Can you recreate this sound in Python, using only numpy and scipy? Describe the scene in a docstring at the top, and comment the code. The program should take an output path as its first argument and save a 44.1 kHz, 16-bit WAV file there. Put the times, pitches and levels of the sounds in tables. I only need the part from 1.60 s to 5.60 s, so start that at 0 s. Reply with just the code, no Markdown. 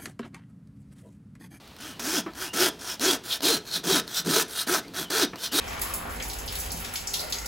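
"""A saw rasps through bone outdoors: nine hard pushes, each after a lighter pull.
It is a butcher's bow saw cutting a lamb shank on a board on a garden table. The teeth chip the bone
at a rate that follows the hand's speed; they shake the meat and board and ring the blade and frame.
The saw ticks and knocks as it turns round. A bird whistles far off over quiet outdoor air."""
import sys
import numpy as np
from scipy import signal
from scipy.fft import rfft, irfft
from scipy.io import wavfile
from scipy.ndimage import uniform_filter1d

SR = 44100
rng = np.random.default_rng(int(sys.argv[2]) if len(sys.argv) > 2 else 0)


def inscribe(sig):
    """Save sig as 16-bit PCM at rate SR to the path in sys.argv[1].

    A 1-D sig is mono; a 2-D sig holds one channel per row.
    Samples are clipped to [-1, 1] before scaling.
    """
    pcm = np.round(np.clip(np.atleast_2d(sig).T, -1, 1) * 32767)
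    wavfile.write(sys.argv[1], SR, pcm.astype(np.int16))


N = 176400
T = np.arange(N) / SR

# The tone of a tiny click. Each row: frequency in Hz, relative level in dB.
CLICK_TONE = [(30, -45), (200, 8), (1500, 0), (3000, -4.5), (4500, 7), (7000, -8), (15000, -6.5)]


def pushes():
    """Hard strokes shake the meat and board, and grunt once as the teeth dig in."""
    # Each row: start, hardest moment and end in seconds, the force at those three in dB, grunt time in
    # seconds, grunt level in dB, then the six tone settings of stroke(), low_hz to hiss_db.
    strokes = [(.394, 0.567, 0.61, -36, -26.5, -33.5, .585, -35, 3300, -16.5, 5460, -5.5, -10.5, -9.5),
               (0.934, 1.037, 1.0906, -31.5, -22.5, -27.5, 1.02, -34, 3300, -10.5, 5250, -9, -9, -7),
               (1.405, 1.517, 1.5645, -26.5, -22.5, -32, 1.488, -26, 3550, -12, 4850, -7.5, -11, -12.5),
               (1.82, 1.878, 1.98, -29.5, -22.5, -31.5, 1.925, -35.5, 3820, -3, 5270, -7.5, -14, -6.5),
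               (2.237, 2.328, 2.4, -33, -23.5, -26, 2.3, -30, 3700, -5.5, 5000, -8.5, -9.5, -8),
               (2.646, 2.748, 2.824, -36.5, -23.5, -24, 2.78, -30.5, 3820, -7, 4860, -9.5, -10, -5.5),
               (3.068, 3.126, 3.192, -32.5, -24.5, -31, 3.115, -29, 3960, -9, 5540, -11, -7.5, -6.5),
               (3.501, 3.631, 3.655, -31, -24.5, -33, 3.635, -28, 3930, -5.5, 5040, -7.5, -7.5, -8),
               (3.917, 3.989, 4.13, -34.5, -24.5, -28, 3.965, -37, 4000, -2, 5330, -16, -9.5, -2.5)]
    # The hand's speed, one list per push. Each pair: time in seconds, teeth per second.
    speeds = [
        [(.40, 208), (.55, 370.3), (.58, 298.7), (.615, 151)],
        [(.94, 189), (.975, 324.7), (1.04, 397.7), (1.07, 345), (1.105, 162)],
        [(1.40, 210), (1.445, 312.5), (1.485, 399.7), (1.52, 294.6), (1.58, 201)],
        [(1.81, 219.6), (1.865, 361.2), (1.905, 502.5), (1.935, 293.4), (1.97, 137.2)],
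        [(2.25, 158.2), (2.29, 367.5), (2.318, 398.3), (2.36, 294.2), (2.42, 175)],
        [(2.68, 170.4), (2.73, 399.1), (2.77, 417.2), (2.797, 469.6), (2.835, 239.3)],
        [(3.07, 208.2), (3.105, 339.4), (3.155, 433), (3.2, 194.4)],
        [(3.5, 278.3), (3.57, 460.8), (3.622, 412.7), (3.66, 173.7)],
        [(3.91, 182), (3.955, 320.8), (4.0, 474.5)],
    ]
    out = np.zeros(N)
    for row, speed in zip(strokes, speeds):
        start, hardest, end, start_db, top_db, end_db, grunt_at, grunt_db, *tone = row
        span = around(start)
        t = T[span]
        force = effort(t, start, hardest, end, start_db, top_db, end_db, attack_s=.009)
        teeth_hz = uniform_filter1d(np.interp(t, *np.array(speed).T), size=600)
        thrum = gain(-10.5) * force + gain(grunt_db) * swell(t, grunt_at, .018)
        shake = force.max() * (force / force.max()) ** .46
        thud = unit(resonate(board(shake * noise(len(t))), 305, 450)) * np.sqrt(np.mean(shake ** 2))
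        ringing = .77 + .24 * swell(t, grunt_at, .064)  # the blade rings harder around the grunt
        out[span] += stroke(t, teeth_hz, force, thrum, ringing, *tone, rub=.33, chip_db=-3.5)
        out[span] += gain(-13) * thud
    return out


def pulls():
    """Lighter return strokes creep in, drag and jam for a moment."""
    # Each row: start and end in seconds, drag in dB, jam time in seconds, jam level in dB, rough top
    # speed in teeth per second, thrum in dB relative to the drag, then the six tone settings of stroke().
    strokes = [(0.196, 0.334, -41, .23, -56, 305, -8, 3030, -7.5, 5120, -9, -7.5, -12),
               (0.759, 0.895, -36.5, .835, -38.5, 365.4, -10, 3000, -10.5, 4900, -10, -8.5, -8),
               (1.202, 1.354, -35, 1.312, -42, 373.6, -15.5, 3560, -10, 5300, -4, -11, -10.5),
               (1.645, 1.773, -37, 1.733, -37, 483, -16.5, 3540, -2.5, 4770, -2.5, -10.5, -2),
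               (2.062, 2.197, -40, 2.157, -36, 466.4, -18, 4040, 3.5, 5160, -3, -9.5, -2.5),
               (2.479, 2.619, -41.5, 2.58, -34, 472.6, -15, 3820, 3, 5700, 2, -6, 0.5),
               (2.89, 3.039, -39, 3.002, -37, 448, -20, 3720, -0.5, 4870, -1.5, -6, 2),
               (3.347, 3.445, -32.5, 3.38, -47, 373.8, -11.5, 3760, -6.5, 5060, -9, -7, -5.5),
               (3.775, 3.878, -42.5, 3.855, -39, 489, -10.5, 3760, 0.5, 5030, 0, -8.5, -0.5)]
    out = np.zeros(N)
    for start, end, drag_db, jam_at, jam_db, fast_hz, thrum_db, *tone in strokes:
        span = around(start)
        t = T[span]
        drag = effort(t, start, (start + end) / 2, end, drag_db - 4, drag_db, drag_db - 4, attack_s=.019)
        creep = gain(drag_db - 7.5) * swell(t, start, .048)
        drag = np.maximum(drag, creep)
        progress = np.clip((t - start) / (end - start), 0, 1)
        teeth_hz = fast_hz * (.6 + .43 * np.sin(np.pi * progress))
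        jam = swell(t, jam_at, .028)
        force = drag + gain(jam_db) * jam
        thrum = drag * gain(thrum_db)
        ringing = .82 + .18 * jam
        out[span] += stroke(t, teeth_hz, force, thrum, ringing, *tone, rub=.17, chip_db=-4)
    return out


def effort(t, start, hardest, end, start_db, top_db, end_db, attack_s):
    """The teeth catch, pressure swells and eases, then the blade stops short with a light rub."""
    rise = np.clip((hardest - t) / (hardest - start), 0, 1) ** 2.12
    fall = np.clip((t - hardest) / (end - hardest), 0, 1) ** 2.12
    level_db = top_db + (start_db - top_db) * rise + (end_db - top_db) * fall
    attack = np.clip((t - start) / attack_s + .5, 0, 1)
    after = np.maximum(t - end, 0)
    release = np.maximum(np.exp(-after / .009), gain(-16) * np.exp(-after / .052))
    return attack * release * gain(level_db)


def stroke(t, teeth_hz, force, thrum, ringing, low_hz, low_db, high_hz, high_db, bone_db, hiss_db,
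           rub, chip_db):
    """Each tooth snaps and throws chips. The bone rings, the blade rings low and high, the meat thrums."""
    teeth_passed = np.cumsum(teeth_hz * (1 + .045 * wander(t, 300))) / SR
    strength = gain(2 * noise(1024))[teeth_passed.astype(int) % 1024]  # each tooth has its own
    bite = strength * (rub + np.exp(-(teeth_passed % 1) / .42)) * gain(.6 * wander(t, 77.3))
    chips, low, high, bone, hiss = (grit(bite) for _ in range(5))
    snap = gain(-8.5) * unit(strength * np.diff(np.floor(teeth_passed), prepend=0))
    blade = gain(low_db) * ring(sliding_blade(low + snap), low_hz, 1240)
    blade += gain(high_db) * ring(sliding_blade(high + snap), high_hz, 1750)
    rasp = gain(chip_db) * chipping(chips) + gain(bone_db) * ring(bone + snap, 1486, 560)
    rasp += gain(hiss_db) * ring(hiss + unit(sliding_blade(hiss)), 10600, 13000)
    pressure = force / force.max()
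    dull = signal.lfilter(*signal.butter(1, 6060, fs=SR), rasp)
    rasp = dull + (rasp - dull) * pressure ** .4  # light pressure gives less treble
    lurch = strength * gain(2 * wander(t, 128.4))
    angle = 2 * np.pi * teeth_passed
    tug = unit(resonate(lurch * (np.sin(angle) + gain(-17) * np.sin(2 * angle)), 316, 420))
    return force * (rasp + ringing * blade * pressure ** .5) + thrum * tug


def grit(bite):
    """Grainy noise that follows the bite of the teeth."""
    return unit(bite * noise(len(bite)) * gain(2.2 * np.minimum(rng.exponential(size=len(bite)), 4)))


def chipping(x):
    """Chips of bone breaking off make a broad rasp."""
    # Each row: frequency in Hz, relative level in dB.
    tone = [(30, -16), (100, -23.5), (250, -2.5), (450, 0), (560, -2), (900, 2), (1150, -3), (1700, -5),
            (2100, -3), (2700, -1), (4200, -3), (6300, 3), (7200, -3), (9500, -1.5), (12500, -7.5),
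            (15800, -9.5)]
    return colour(x, tone)


def sliding_blade(x, size=1500, change_hz=2.31, decay_s=.0052):
    """The blade's crowded, short-lived notes keep changing as it slides through the cut."""
    angle = 2 * np.pi * change_hz * T[:len(x)]
    fade = np.exp(-T[:size] / decay_s)
    first, second = (signal.fftconvolve(x, noise(size) * fade)[:len(x)] for _ in range(2))
    return np.cos(angle) * first + np.sin(angle) * second


def saw_body(x):
    """The steel frame and the taut blade ring on after whatever shakes them."""
    # Each row of both: pitch in Hz, width in Hz, relative level in dB.
    frame_notes = [(659, 61, 1), (707, 34, -5.5), (786, 13, -25), (897, 6.3, -0.5), (1004, 23, 3),
                   (1220, 45, -9.5), (1308, 16, -2), (1773, 38, -3), (2490, 46, 3), (3290, 120, 0.5),
                   (4140, 190, -5.5), (4840, 13, -24)]
    blade_notes = [(3725, 14, -4), (5093, 8, -5), (5550, 7, -7), (5895, 8, -5)]
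    return x + gain(-2.5) * resonances(x, frame_notes) + resonances(x, blade_notes)


def board(x):
    """Meat and board boom together, and give off little below their lowest note."""
    # Each row: pitch in Hz, width in Hz, relative level in dB.
    notes = [(174, 6.2, 8), (209, 33, -8.5), (309, 60, -1.5), (371.7, 64, 2.5), (421, 17, 3)]
    return signal.sosfilt(signal.butter(4, 141, "high", fs=SR, output="sos"), resonances(x, notes))


def snags():
    """Short juddering crunches where the teeth meet hard bone."""
    # Each row: time and rough length in seconds, pitch and width in Hz, relative level in dB.
    crunches = [(1.452, 0.035, 6200, 2000, -25.5), (1.725, .04, 3680, 1300, -27),
                (3.15, 0.024, 880, 500, -32), (3.152, .03, 1440, 490, -28.5),
                (3.145, .025, 5800, 2500, -27), (3.63, .035, 3680, 1500, -27.5)]
    out = np.zeros(N)
    for at, length, hz, width, db in crunches:
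        span = around(at - 2 * length)
        t = T[span]
        chips = noise(len(t)) * gain(-.5 * wander(t, 490))
        out[span] += gain(db) * swell(t, at, length / 2) * ring(chips, hz, width)
    return out


def ticks():
    """The blade catches in the cut with a sharp tick."""
    # Each row: time in seconds, relative level in dB.
    hits = [(.076, -35.5), (.165, -32.5), (.395, -20), (.735, -34), (1.396, -19.5), (1.806, -21),
            (2.478, -22.5), (2.662, -25), (3.075, -22), (3.281, -35), (3.345, -27), (3.505, -15),
            (3.661, -43), (3.758, -26.5), (3.837, -26), (3.877, -38)]
    return blows(hits, CLICK_TONE, decay_s=.0025)


def knocks():
    """The saw knocks against the bone at the end of some pushes."""
    # Each row: time in seconds, relative level in dB.
    hits = [(.662, -24), (.677, -48), (3.732, -26.5)]
    # Each row: frequency in Hz, relative level in dB.
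    tone = [(30, -33), (100, -13), (320, 2), (550, -9.5), (800, -9.5), (1600, -10), (3000, -22),
            (6000, -46), (15000, -45)]
    return blows(hits, tone, decay_s=.019)


def squeals():
    """One note of the blade takes over for a moment under heavy pressure."""
    # Each row: time and rough length in seconds, pitch in Hz, level in dB.
    notes = [(.578, .05, 3290, -33), (.572, .06, 5100, -34), (1.055, .075, 3320, -33),
             (1.045, .07, 5060, -37), (1.5, .05, 3290, -29)]
    out = np.zeros(N)
    for at, length, hz, db in notes:
        span = around(at - 2 * length)
        t = T[span]
        phase = np.angle(signal.hilbert(ring(noise(len(t)), hz, 120)))  # keeps only the wavering pitch
        out[span] += gain(db) * swell(t, at, length / 2) * unit(np.cos(phase))
    return out


def meat_shifts():
    """The heavy meat rubs on the board, mostly sounding the board's lowest note."""
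    # Each row: time and rough length in seconds, level in dB.
    rubs = [(1.98, 0.13, -64), (2.182, 0.062, -42.5), (2.272, 0.031, -30.5), (2.346, 0.09, -31.5),
            (2.61, 0.028, -41.5), (2.693, 0.053, -26.5), (3.283, 0.18, -45.5), (3.422, 0.059, -38.5),
            (3.692, 0.084, -45)]
    loudness = sum(gain(db) * swell(T, at, length / 2) for at, length, db in rubs)
    return loudness * unit(resonate(board(noise(N)), 194, 79))


def crumbs(count=50):
    """Scattered tiny clicks of wet meat and bone crumbs."""
    when, faintness = rng.random((count, 2)).T
    clicks = np.zeros(N)
    clicks[(when * (N - 1)).astype(int)] = gain(-46 - 56 * faintness)
    return colour(clicks, CLICK_TONE)


def bird():
    """A distant bird's thin, gliding whistles, blurred by the garden's echoes."""
    # Each row: start and length in seconds, first, middle and last pitch in Hz, relative level in dB.
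    whistles = [(0.252, 0.13, 2950, 3040, 2500, -44), (0.846, 0.11, 2620, 2870, 2850, -39),
                (3.018, 0.07, 2700, 2960, 3080, -44), (3.201, 0.089, 2020, 2130, 2120, -44),
                (3.421, 0.058, 3360, 3140, 2850, -37), (3.756, 0.061, 2720, 3000, 3200, -42),
                (3.884, 0.053, 2950, 3000, 3200, -36)]
    song = np.zeros(N)
    for at, length, first, middle, last, db in whistles:
        progress = np.clip((T - at) / length, 0, 1)
        glide = np.polyval(np.polyfit([0, .5, 1], [first, middle, last], 2), progress)
        hz = glide * (1 + .022 * wander(T, 250))
        song += gain(db) * np.sin(np.pi * progress) * np.sin(2 * np.pi * np.cumsum(hz) / SR)
    song *= gain(3 * wander(T, 120))  # the level flutters
    tail = noise(8192) * np.exp(-T[:8192] / .025)
    echo = signal.fftconvolve(song, tail / np.linalg.norm(tail))[:N]
    return gain(-7) * (song + gain(-4) * echo)


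def yard_echo(x, size=22050, top_hz=4740, decay_s=.032):
    """Weak, dull echoes bounce off the table, deck and house."""
    t = T[:size]
    tail = signal.lfilter(*signal.butter(2, top_hz, fs=SR), noise(size))
    tail *= np.exp(-t / decay_s) * (t > .004)
    return gain(-22) * signal.fftconvolve(x, 2 * tail / np.linalg.norm(tail))[:N]


def air():
    """A low outdoor hush rises and falls a little with the breeze."""
    # Each row: frequency in Hz, relative level in dB.
    tone = [(22, -47), (35, -10), (48, -1.5), (100, -2.5), (200, -1.5), (450, -10), (1000, -12),
            (1600, -17), (2400, -16.5), (4000, -15), (7000, -26.5), (15000, -31)]
    breeze_db = 1.5 * wander(T, 9)
    return gain(-50 + breeze_db) * colour(noise(N), tone)


def blows(hits, tone, decay_s):
    """Bursts of noise that start at once and die away."""
    loudness = sum(gain(db) * (T >= at) * np.exp(-np.abs(T - at) / decay_s) for at, db in hits)
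    return colour(loudness * noise(N), tone) / 2


def gain(db):
    """Turn decibels into a multiplier."""
    return 10 ** (np.asarray(db) / 20)


def unit(x):
    """Scale to an average power of 1."""
    return x / np.sqrt(np.mean(x ** 2) + 1e-18)


def noise(size):
    """Plain white noise."""
    return rng.standard_normal(size)


def wander(t, per_second):
    """A random drift, roughly between -1 and 1."""
    return np.interp((t - t[0]) * per_second, np.arange(1024), noise(1024))


def swell(t, at, width_s):
    """A smooth bump in time."""
    return np.exp(-((t - at) / width_s) ** 2)


def around(start, size=18000):
    """The samples that hold one stroke or shorter sound."""
    first = int((start - .01) * SR)
    return slice(first, first + size)


def resonate(x, hz, width_hz):
    """Ring at one pitch; a narrower width rings longer."""
    return signal.lfilter(*signal.iirpeak(hz, hz / width_hz, fs=SR), x)


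def ring(x, hz, width_hz):
    """Resonate twice for a more focused pitch, at a power of 1."""
    return unit(resonate(resonate(x, hz, width_hz), hz, width_hz))


def resonances(x, notes):
    """Ring at several pitches at once."""
    return sum(gain(db) * resonate(x, hz, width) for hz, width, db in notes)


def colour(x, points, size=4096):
    """Shape bass and treble along (Hz, dB) points; white noise keeps its power."""
    hz, db = np.array(points).T
    freqs = np.maximum(np.fft.rfftfreq(size, 1 / SR), 1)
    curve = gain(np.interp(np.log(freqs), np.log(hz), db))
    # Fold the filter so that nothing sounds ahead of its cause.
    cepstrum = irfft(np.log(curve))
    cepstrum[1:size // 2] *= 2
    cepstrum[size // 2 + 1:] = 0
    response = irfft(np.exp(rfft(cepstrum)))
    return signal.fftconvolve(x, response / np.linalg.norm(response))[:len(x)]


def scene():
    """Saw, board, bird and air, alike in both channels."""
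    cutting = pushes() + pulls() + snags() + ticks() + knocks()
    direct = gain(-.5) * saw_body(cutting) + squeals() + meat_shifts() + crumbs() + bird()
    return np.tile(direct + yard_echo(direct) + air(), (2, 1))


def record(dry, top_hz=15950):
    """Cut off the very highest treble."""
    return signal.sosfilt(signal.ellip(10, .2, 80, top_hz, fs=SR, output="sos"), dry)


dry = scene()
out = record(dry)
inscribe(out)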